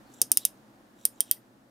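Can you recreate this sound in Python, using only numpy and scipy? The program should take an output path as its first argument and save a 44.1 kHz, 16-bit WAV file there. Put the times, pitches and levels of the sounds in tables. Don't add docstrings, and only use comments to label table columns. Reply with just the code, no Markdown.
import sys
import numpy as np
from scipy import signal
from scipy.fft import rfft, irfft
from scipy.io import wavfile
from scipy.ndimage import uniform_filter1d

SR = 44100
rng = np.random.default_rng(int(sys.argv[2]) if len(sys.argv) > 2 else 0)


def inscribe(sig):
    pcm = np.round(np.clip(np.atleast_2d(sig).T, -1, 1) * 32767)
    wavfile.write(sys.argv[1], SR, pcm.astype(np.int16))


N = 74970

# frequency in Hz, gain in dB.
AIR_SPECTRUM = [(15, -56.5), (25, -17), (69, -13), (86, -26.5), (101, -12), (122, -1.5), (156, -14),
                (209, 0), (313, -3.5), (368, -7), (399, -13), (537, -9.5), (871, -13.5), (1140, -18),
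                (1710, -20), (2230, -27), (15500, -36.5)]
AIR_ROLLOFF = [(15500, 3), (16300, -19)]
AIR_SIDE_GAIN = [(30, -6.5), (120, -12), (280, -12), (600, -5), (1200, 0.5), (4000, -1), (15000, -8)]
# time in seconds, level in dB.
AIR_ENVELOPE = [(0, -55.5), (.4, -56.5), (.8, -58.5), (1.25, -59), (1.7, -61.5)]
# delay in seconds, gain in dB.
REFLECTIONS = [(.006, -30), (.0095, -26), (0.0211, -33)]
# frequency in Hz, gain in dB.
REVERB_SPECTRUM = [(2000, 5.5), (6000, -1), (9500, -3.5), (13000, -3), (15000, -2.5)]
REVERB_ROLLOFF = [(15200, 0), (16600, -25)]
# centre in seconds, length in seconds, frequency in Hz, level in dB.
BLADE_SQUEAKS = [(.095, .07, 4400, -71.5), (.18, .045, 7340, -64), (0.409, .1, 3820, -57.5),
                 (1.145, 0.045, 7070, -70), (1.25, .06, 5460, -69), (1.295, .06, 3290, -68)]
# start in seconds, end in seconds, level in dB.
BLADE_SLIDES = [(.09, 0.22, -55), (0.322, 0.456, -54), (0.952, 1.068, -57), (1.15, 1.314, -56)]
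# frequency in Hz, width in Hz, gain in dB.
SCRAPE_MODES = [(3193, 680, -1.5), (3790, 290, 3.5), (5800, 340, 2), (7500, 790, 0), (9300, 2200, -9),
                (12480, 3500, -11)]
SETTLE_MODES = [(1970, 120, 0), (2800, 400, -11), (4700, 200, -9), (5825, 200, -4)]
# start in seconds, level in dB, treble gain in dB.
CATCHES = [(.120, -39, 0), (0.138, -28.5, 3.5), (0.572, -36, -28), (0.996, -40, 3), (1.011, -37.5, 4)]
# frequency in Hz, gain in dB.
CATCH_SPECTRUM = [(1500, -27), (4000, -11), (6500, 6), (9000, 1.5), (15000, -13.5), (17000, -26.5)]
KNOCK_SPECTRUM = [(60, -24), (150, -9.5), (250, 0.5), (450, 5), (700, -5.5), (1100, -36), (2500, -31)]
CLACK_SPECTRUM = [(100, -12.5), (500, -1.5), (1200, -14.5), (3000, -1), (9000, 11), (14500, 1),
                  (17500, -11)]
# frequency in Hz, width in Hz, gain in dB with blade out, with blade in.
STEEL_MODES = [(1864, 180, -12.5, -4), (2177, 89, -3.5, -3.5), (2850, 260, 2, -15), (3203, 160, -1, 10.5),
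               (3754, 230, 4.5, 0), (4700, 200, 7, 6.5), (5261, 267, 12.5, 9), (5960, 400, 10, 5),
               (6543, 190, 14, 3.5), (7470, 1100, 10, 4.5), (8430, 240, 15, 10.5), (9006, 390, 20, 23),
               (9580, 420, 17.5, 19), (10530, 280, 18.5, 17), (10970, 83, 17.5, 15), (11460, 350, 19, 18),
               (12140, 420, 11.5, 16.5), (13500, 1200, 12, 11.5), (13540, 1700, 10.5, 4),
               (14170, 400, 4.5, 10.5), (16400, 110, 10, 3.5)]
# start in seconds, level in dB, blade retraction from 0 to 1, trims in dB for
# knock, clack and the low, middle, ring and top bands, rebound delay in seconds, rebound gain in dB,
# rattle trim in dB, room send in dB.
NOTCHES = [(.2164, 1.5, 0.26, -0.5, -12.5, -0.5, 4.5, -3, -3, .0011, -3.5, -4.5, 0),
           (0.3172, 0, 0.03, -4, -16, -2, -1, 5, -4, .0005, -4.5, -3, 2.5),
           (0.3727, 1, 0.1, -22, -12, 0, -1, -1.5, -1.5, .0007, -7, -2.5, 0),
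           (.4518, -1, .0, -39, -12, 4, -1, 0.5, 0.5, .0006, -10, 0, 1.5),
           (1.0531, -3, 1, -9, -5, -8, 1, 0, 6, .0005, 0.5, 3, 2.5),
           (1.2058, -2, 0.89, -13, -19.5, 0.5, -0.5, 1.5, -4, .0004, -2, 0.5, 1.5),
           (1.3127, 0.5, 0.99, -18, -14.5, -1.5, -1.5, -5.5, 3, .0006, -4, -2, 3)]

LOW_HZ, MIDDLE_HZ, RING_HZ, TOP_HZ = 3000, 6000, 9150, 13600
LOW_OCT, MIDDLE_OCT, RING_OCT, TOP_OCT = 0.48, 0.81, 0.083, 0.062
CRACK_DECAY_S, RATTLE_DECAY_S, KNOCK_DECAY_S, TICK_DECAY_S = 0.00057, 0.0021, 0.0024, 0.0069
RATTLE_BASE_DB, KNOCK_BASE_DB = -3.5, -0.5
CHATTER_SIDE = 0.42


def undb(db):
    return 10 ** (np.asarray(db) / 20)


def bin_hz():
    return np.arange(N // 2 + 1) * SR / N + 1


def curve(points):
    hz, db = np.array(points, float).T
    return undb(np.interp(np.log(bin_hz()), np.log(hz), db))


def resonances(modes):
    freq_hz = bin_hz()
    peaks = (undb(db) / (1 + 2 * ((freq_hz - hz) / width_hz) ** 2) for hz, width_hz, db in modes)
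    return np.sqrt(sum(peak ** 2 for peak in peaks))


def colour(x, gain):
    cepstrum = irfft(np.log(gain), N)
    cepstrum[1:N // 2] *= 2
    cepstrum[N // 2 + 1:] = 0
    return irfft(rfft(x) * np.exp(rfft(cepstrum)), N)


def whiten(x, smooth_hz=161.2):
    power = uniform_filter1d(np.abs(rfft(x)) ** 2, size=int(smooth_hz * N / SR) + 1)
    return colour(x, 1 / np.sqrt(np.abs(power) + 1e-9))


def delay(x, delay_s):
    shift = int(np.clip(round(delay_s * SR), 0, N - 1))
    return np.concatenate([np.zeros(x.shape[:-1] + (shift,)), x[..., :N - shift]], axis=-1)


def antiphase(x):
    return x * np.array([[1], [-1]])


def burst(decay_s):
    x = rng.standard_normal(N) * np.exp(-np.arange(N) / SR / decay_s)
    return x / np.sqrt(np.sum(x ** 2))


def impact(decay_s):
    return whiten(burst(decay_s))


def background(hum_hz=121, hum_db=-73):
    t = np.arange(N) / SR
    mid, side = colour(rng.standard_normal((2, N)), curve(AIR_SPECTRUM) * curve(AIR_ROLLOFF))
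    air = (mid + antiphase(colour(side, curve(AIR_SIDE_GAIN)))) / np.std(mid)
    envelope = undb(np.interp(t, *np.array(AIR_ENVELOPE).T))
    return air * envelope + undb(hum_db) * np.sin(2 * np.pi * hum_hz * t)


def room(x, early_db=-18, early_t60_s=0.055, late_db=-21, late_t60_s=0.15, predelay_s=0.0034, side=0.45):
    tail = np.zeros((2, N))
    for db, t60_s in ((early_db, early_t60_s), (late_db, late_t60_s)):
        decay_s = t60_s / np.log(1000)
        tail += undb(db) * (impact(decay_s) + side * antiphase(burst(decay_s)))
    reverb = signal.fftconvolve(x[None], delay(tail, predelay_s), axes=1)[:, :N]
    echoes = sum(undb(db) * delay(x, delay_s) for delay_s, db in REFLECTIONS)
    return colour(reverb + echoes, curve(REVERB_SPECTRUM) * curve(REVERB_ROLLOFF))


def friction(spread_db=3.5, grain_samples=100):
    grain_db = spread_db * rng.standard_normal(N // grain_samples + 1)
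    return undb(np.repeat(grain_db, grain_samples)[:N]) * rng.standard_normal(N)


def squeaks(width_hz=650):
    t, out = np.arange(N) / SR, np.zeros(N)
    for centre_s, length_s, hz, db in BLADE_SQUEAKS:
        tone = colour(friction(), resonances([(hz, width_hz, 0)]))
        envelope = np.exp(-(2 * (t - centre_s) / length_s) ** 4)
        out += undb(db) * envelope * tone / np.std(tone)
    return out


def scrape(release_s=0.01):
    t = np.arange(N) / SR
    push = sum(undb(db) * np.sqrt(np.interp(t, [start_s, end_s, end_s + release_s], [0, 1, 0]))
               for start_s, end_s, db in BLADE_SLIDES)
    return colour(push * friction(), resonances(SCRAPE_MODES))


def catches():
    out = np.zeros((2, N))
    for start_s, db, treble_db in CATCHES:
        contact = burst(TICK_DECAY_S) + CHATTER_SIDE * antiphase(burst(TICK_DECAY_S))
        spectrum = curve(CATCH_SPECTRUM) * curve([(5000, 0), (14000, treble_db)])
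        out += undb(db) * colour(delay(contact, start_s), spectrum)
    return out


def settling_tap(start_s=1.366, gain_db=-18):
    tap = colour(impact(TICK_DECAY_S), resonances(SETTLE_MODES))
    return undb(gain_db) * delay(tap, start_s)


def steel_response(retraction, band_db, scatter_db=1.5):
    offsets_db = scatter_db * rng.standard_normal(len(STEEL_MODES))
    modes = [(hz, width_hz, out_db + retraction * (in_db - out_db) + offset_db)
             for (hz, width_hz, out_db, in_db), offset_db in zip(STEEL_MODES, offsets_db)]
    bands = (LOW_HZ, LOW_OCT), (MIDDLE_HZ, MIDDLE_OCT), (RING_HZ, RING_OCT), (TOP_HZ, TOP_OCT)
    trim_db = sum(db * np.exp(-(np.log2(bin_hz() / hz) / width_oct) ** 2)
                  for db, (hz, width_oct) in zip(band_db, bands))
    return resonances(modes) * undb(trim_db)


def diffuse(gain, blur_hz=1398, share=0.44):
    blurred_power = uniform_filter1d(gain ** 2, size=int(blur_hz * N / SR) + 1)
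    return np.sqrt(share * blurred_power + (1 - share) * gain ** 2)


def snaps():
    direct, room_send = np.zeros((2, N)), np.zeros(N)
    for (start_s, db, retraction, knock_db, clack_db, *band_db,
         rebound_s, rebound_db, rattle_db, send_db) in NOTCHES:
        crack = impact(CRACK_DECAY_S)
        rebound = undb(rebound_db) * delay(burst(CRACK_DECAY_S), rebound_s)
        rattle_gain = undb(RATTLE_BASE_DB + rattle_db)
        force = whiten(crack + rebound + rattle_gain * burst(RATTLE_DECAY_S))
        side = CHATTER_SIDE * rattle_gain * antiphase(burst(RATTLE_DECAY_S))
        body = np.hypot(steel_response(retraction, band_db), undb(clack_db) * curve(CLACK_SPECTRUM))
        knock = undb(KNOCK_BASE_DB + knock_db) * colour(impact(KNOCK_DECAY_S), curve(KNOCK_SPECTRUM))
        direct += delay(undb(db) * colour(force + side, body) + knock, start_s)
        room_send += delay(undb(db + send_db) * colour(force, diffuse(body)) + knock, start_s)
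    return direct, room_send


def scene(right_bias_db=1.6):
    direct, room_send = snaps()
    knife = direct + scrape() + catches() + settling_tap() + squeaks()
    pan = undb(antiphase(-right_bias_db / 2))
    return knife * pan + room(room_send) + background()


def record(dry):
    clip_level, cutoff_hz = 0.85, 16800
    clipped = np.clip(signal.resample_poly(dry, 2, 1, axis=1), -clip_level, clip_level)
    lowpass = signal.butter(14, cutoff_hz, fs=SR, output="sos")
    return signal.sosfilt(lowpass, signal.resample_poly(clipped, 1, 2, axis=1))


dry = scene()
out = record(dry)
inscribe(out)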